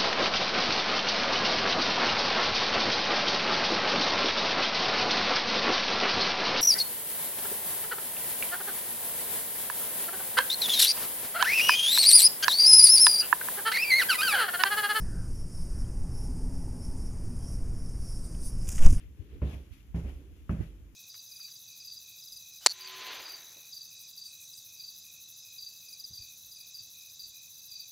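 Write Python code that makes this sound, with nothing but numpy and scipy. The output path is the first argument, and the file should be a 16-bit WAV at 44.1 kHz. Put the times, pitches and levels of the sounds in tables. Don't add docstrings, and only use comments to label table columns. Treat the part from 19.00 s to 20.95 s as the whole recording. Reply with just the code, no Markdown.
import sys
import numpy as np
from scipy import signal
from scipy.fft import rfft, irfft
from scipy.io import wavfile
from scipy.ndimage import uniform_filter1d

SR = 44100
rng = np.random.default_rng(int(sys.argv[2]) if len(sys.argv) > 2 else 0)


def inscribe(sig):
    pcm = np.round(np.clip(np.atleast_2d(sig).T, -1, 1) * 32767)
    wavfile.write(sys.argv[1], SR, pcm.astype(np.int16))


N = 85995

# t/s, push/dB, contact/ms, boom/dB, tap/dB, tap pitch/Hz, carpet crush/dB,
# board ring/dB, tap contact/ms
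STEPS = [(.4200, 0, 4.16, -40, -48, 1030, -70, -50, 1.25),
         (0.9454, 1, 3.68, -43, -52, 790, -54.5, -61, 4.5),
         (1.4959, 2, 3.2, -42, -40, 1230, -57.5, -48, 0.29)]
# t/s, push/dB, contact/ms, boom/dB
HEELS = [(0.531, -7.5, 6.46, -49), (1.044, 1, 9, -45), (1.590, -4, 4.84, -55)]
BALL_DELAY_S = 0.0126


def undb(db):
    return 10 ** (np.asarray(db) / 20)


def curve(points):
    hz, value = np.array(points, float).T
    return np.interp(np.log(np.fft.rfftfreq(N, 1 / SR) + 1e-6), np.log(hz), value)


def bell(hz, width):
    return np.exp(-((np.fft.rfftfreq(N, 1 / SR) - hz) / width) ** 2)


def shade(x, db):
    cepstrum = irfft(db * np.log(10) / 20, N)
    fold = 1 + np.sign(np.fft.fftfreq(N))
    response = np.atleast_2d(irfft(np.exp(rfft(cepstrum * fold)), N))
    return signal.fftconvolve(x, response[:, :N // 2], axes=1)[:, :N]


def brighten(x, db):
    return shade(x, db * curve([(2250, 0), (9000, 1)]))


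def noise(spectrum):
    # f/Hz, correlation
    likeness = [(60, 0.61), (400, 0.96), (800, 0.39), (1500, 0.017), (2500, 0.13), (4200, -0.16),
                (6500, -0.0035), (9000, 0.88), (15000, 0.91)]
    alike = np.clip(curve(likeness), -1, 1)
    mid, side = rfft(rng.standard_normal((2, N)))
    mid, side = mid * np.sqrt(1 + alike), side * np.sqrt(1 - alike)
    y = irfft(np.array([mid + side, mid - side]) * undb(curve(spectrum)), N)
    return y / y.std()


def wander(hz):
    hold = max(int(SR / hz), 2)
    y = uniform_filter1d(np.repeat(rng.standard_normal(N // hold + 1), hold), hold)[:N]
    return y / y.std()


def since(start):
    return np.maximum(np.arange(N) / SR - start, 0)


def strike(start, rise, t60):
    return np.minimum(since(start) / rise, 1) * np.exp(-np.log(1000) * since(start + rise) / t60)


def swells(strokes):
    t = np.arange(N) / SR
    power = 0
    for at, db, rise, fall in strokes:
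        shape = np.exp(np.where(t < at, -((t - at) / rise) ** 2, -since(at) / fall))
        power = power + (undb(db) * shape) ** 2
    return np.sqrt(power)


def ring(start, hz, t60):
    t = since(start)
    return np.sin(2 * np.pi * hz * t) * np.exp(-np.log(1000) * t / t60)


def cushion(x, ms):
    length = ms * SR / 1000
    push = np.sin(np.pi * np.minimum(np.arange(int(length) + 1) / length, 1))
    return signal.fftconvolve(x, push / push.sum(), mode="same")


def building():
    # f/Hz, level/dB
    rumble = [(20, -11), (33, -14), (48, 7.5), (68, 0.5), (100, -3.5), (160, -8), (300, -13), (450, -22),
              (700, -39), (1500, -39), (6000, -72)]
    hiss = [(300, 2.5), (900, 1), (1500, 2), (2500, 0.5), (4500, -2.5), (7000, 4), (11000, 0), (15000, -6)]
    return undb(-58) * noise(rumble) + undb(-70) * noise(hiss)


def hand():
    # t/s, left/dB, right/dB, f/Hz, ring time/s, contact/ms
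    bumps = [(0.195, -25, -45.5, 82.4, 0.095, 4.7), (0.71, -46, -30, 71, 0.061, 4.8),
             (1.603, -62, -19.5, 103, 0.053, 2.9), (1.607, -46, -24.5, 332, 0.026, 2.05)]
    # f/Hz, level/dB
    grip = [(20, -26), (35, -10), (50, 5.5), (70, 4), (100, -12.5), (170, -22), (400, -35), (1200, -60),
            (4000, -100)]
    # peak t/s, level/dB, rise/s, fall/s
    shifts = [(.05, -49.5, 0.098, 0.17), (.375, -47, 0.085, 0.13), (.905, -47, 0.024, 0.042),
              (1.145, -43, 0.017, 0.039), (1.31, -49.5, 0.044, 0.14), (1.70, -53, 0.029, 0.67)]
    thuds = sum(undb([[left], [right]]) * cushion(ring(at, hz, t60), ms)
                for at, left, right, hz, t60, ms in bumps)
    return thuds + noise(grip) * swells(shifts)


def clothes():
    # f/Hz, level/dB
    swish_colour = [(500, -22.5), (1200, -1), (2700, 6), (4500, 0), (7000, -2.5), (11000, -1.5),
                    (15000, -14.5)]
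    rub_colour = [(100, 3), (200, -3.5), (310, 6.5), (420, -1), (600, -15), (800, -26.5), (1500, -30.5),
                  (4000, -26), (12000, -71)]
    # peak t/s, level/dB, rise/s, fall/s, left minus right/dB, treble/dB
    swishes = [(.008, -65, 0.016, 0.039, 2.5, -1.5), (0.221, -72, 0.059, 0.16, -1, -6),
               (.32, -67.5, 0.042, 0.076, -9, -12), (.53, -65.5, 0.055, 0.12, -4, 5.5),
               (.74, -64.5, 0.031, 0.083, -1, 3.5), (1.13, -72, 0.067, 0.095, -2, 8.5),
               (1.39, -77, 0.077, 0.21, 3, 6), (1.67, -68.5, 0.075, 0.05, -0.5, 4.5)]
    # peak t/s, level/dB, rise/s, fall/s
    swings = [(.02, -67.5, 0.075, 0.3), (.22, -59.5, 0.055, 0.1), (.35, -56.5, .06, 0.056),
              (.61, -60, 0.037, 0.058), (1.23, -58.5, 0.094, 0.15), (1.73, -63.5, 0.15, 0.23)]
    swish = 0
    for *stroke, pan_db, treble_db in swishes:
        cloth = brighten(noise(swish_colour), treble_db)
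        swish = swish + cloth * swells([stroke]) * undb([[pan_db / 2], [-pan_db / 2]])
    swish = swish * undb(1.6 * wander(hz=200))
    rub = noise(rub_colour) * swells(swings) * undb(1.9 * wander(hz=40.53))
    return swish + rub


def carpet():
    # f/Hz, level/dB
    fibres = [(300, 8.5), (600, 7), (1000, 1.5), (1700, -2.5), (2700, -5), (4500, -8), (7000, -6.5),
              (11000, -9), (15000, -27)]
    # peak t/s, level/dB, rise/s, fall/s, squeak/Hz
    scuffs = [(0.487, -55.5, 0.056, 0.079, 3670), (.542, -55.5, 0.037, 0.016, 2470),
              (1.096, -58, 0.031, 0.021, 2600), (1.631, -57.5, 0.044, 0.019, 1730)]
    crush = sum(undb(db) * strike(at, rise=0.014, t60=0.77) for at, *_, db, _, _ in STEPS)
    out = brighten(noise(fibres), db=2) * crush
    for *stroke, hz in scuffs:
        squeak_db = 6.5 * bell(hz, width=hz / 4)
        out = out + shade(noise(fibres), squeak_db) * swells([stroke])
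    grain = undb(wander(hz=350))
    return out * grain


def stairwell():
    # f/Hz, level/dB
    boom = [(60, -23), (140, -3), (250, 4), (400, -3.5), (570, -7.5), (800, -18.5), (1300, -31),
            (2500, -27), (6000, -55), (14000, -83)]
    power = sum((undb(db) * strike(at, rise=0.004, t60=0.34)) ** 2 for at, _, _, db, *_ in STEPS + HEELS)
    return noise(boom) * np.sqrt(power)


def taps():
    # f/Hz, ring time/s, level/dB
    board_tones = [(384, 0.097, 3.5), (500, 0.27, -3), (568, 0.17, 0.5), (620.4, 0.33, -7.5),
                   (920, 0.15, -19), (1142, 0.18, -8), (1274, 0.047, -7)]
    out = 0
    for at, _, _, _, tap_db, hz, _, board_db, contact_ms in STEPS:
        touch = at - .0025
        # f/Hz, level/dB
        colour = [(hz / 4, -8), (hz / 2 ** 0.46, -7), (hz, 0), (hz * 2 ** 0.46, -7),
                  (2800, -16), (4200, -30), (14000, -36)]
        rise = 0.00048 + contact_ms / 1000
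        toe = strike(touch, rise, t60=0.013)
        ball = undb(-24) * strike(touch + BALL_DELAY_S, rise=0.0023, t60=0.013)
        walls = undb(-13.5) * strike(touch, 2 * rise, t60=0.37)
        clack = strike(touch, rise=0.0019, t60=0.0073) * np.sin(2 * np.pi * hz * since(touch))
        tap = (toe + ball + walls) * noise(colour) + undb(4) * clack
        boards = sum(undb(db) * ring(touch, board_hz, t60) for board_hz, t60, db in board_tones)
        out = out + undb(tap_db) * tap + undb(board_db) * cushion(boards, contact_ms)
    return out


def stairs():
    # f/Hz, ring time/s, then level/dB under each of the three steps
    stair_tones = [(44.1, 0.51, -59, -41, -41.5), (69, 0.33, -23, -28.5, -30),
                   (96.6, 0.14, -25, -31, -27.5), (124.6, 0.35, -39, -33.5, -34.5),
                   (149.3, 0.28, -29.5, -45, -33.5), (166.95, .28, -32.5, -26.5, -29),
                   (203.1, 0.22, -29.5, -42.5, -27), (255.3, 0.28, -34, -37, -36.5),
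                   (290.3, 0.18, -33, -40, -53), (339, 0.24, -33, -33, -41)]
    knock_hz, knock_t60_s = 120, 0.018
    out = 0
    for tread, (toe, heel) in enumerate(zip(STEPS, HEELS)):
        for at, push_db, contact_ms, *_ in (toe, heel):
            tones = sum(undb(levels[tread]) * ring(at, hz, t60) for hz, t60, *levels in stair_tones)
            build_up = 1 - np.exp(-since(at) / 0.003)
            knock = ring(at, knock_hz, knock_t60_s)
            knock = knock + undb(2) * ring(at + BALL_DELAY_S, knock_hz, knock_t60_s)
            out = out + undb(push_db) * cushion(tones * build_up + undb(-24.5) * knock, contact_ms)
    return out


def scene():
    return stairs() + stairwell() + taps() + carpet() + clothes() + hand() + building()


def record(dry):
    # f/Hz, level/dB
    shared_colour = [(22, -22.5), (40, 3), (3400, 1.5), (4000, -1.5), (5500, -3), (7400, -2), (9300, -6.5),
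                     (15000, 0.5)]
    # f/Hz, left minus right/dB
    balance = [(60, -2.3), (400, -1.5), (700, 0), (1280, 3), (2360, 12), (3300, 10), (4500, -2),
               (8000, -0.5), (15000, 1)]
    # f/Hz, width/Hz, level/dB
    dips = [(8560, 510, -11.5), (7790, 800, -27.5)]
    dips_db = np.array([db * bell(hz, width) for hz, width, db in dips])
    heard = shade(dry, curve(shared_colour) + np.array([[.5], [-.5]]) * curve(balance) + dips_db)
    top_hz = 15300
    return signal.sosfilt(signal.ellip(10, .2, 80, top_hz, fs=SR, output="sos"), heard)


dry = scene()
out = record(dry)
inscribe(out)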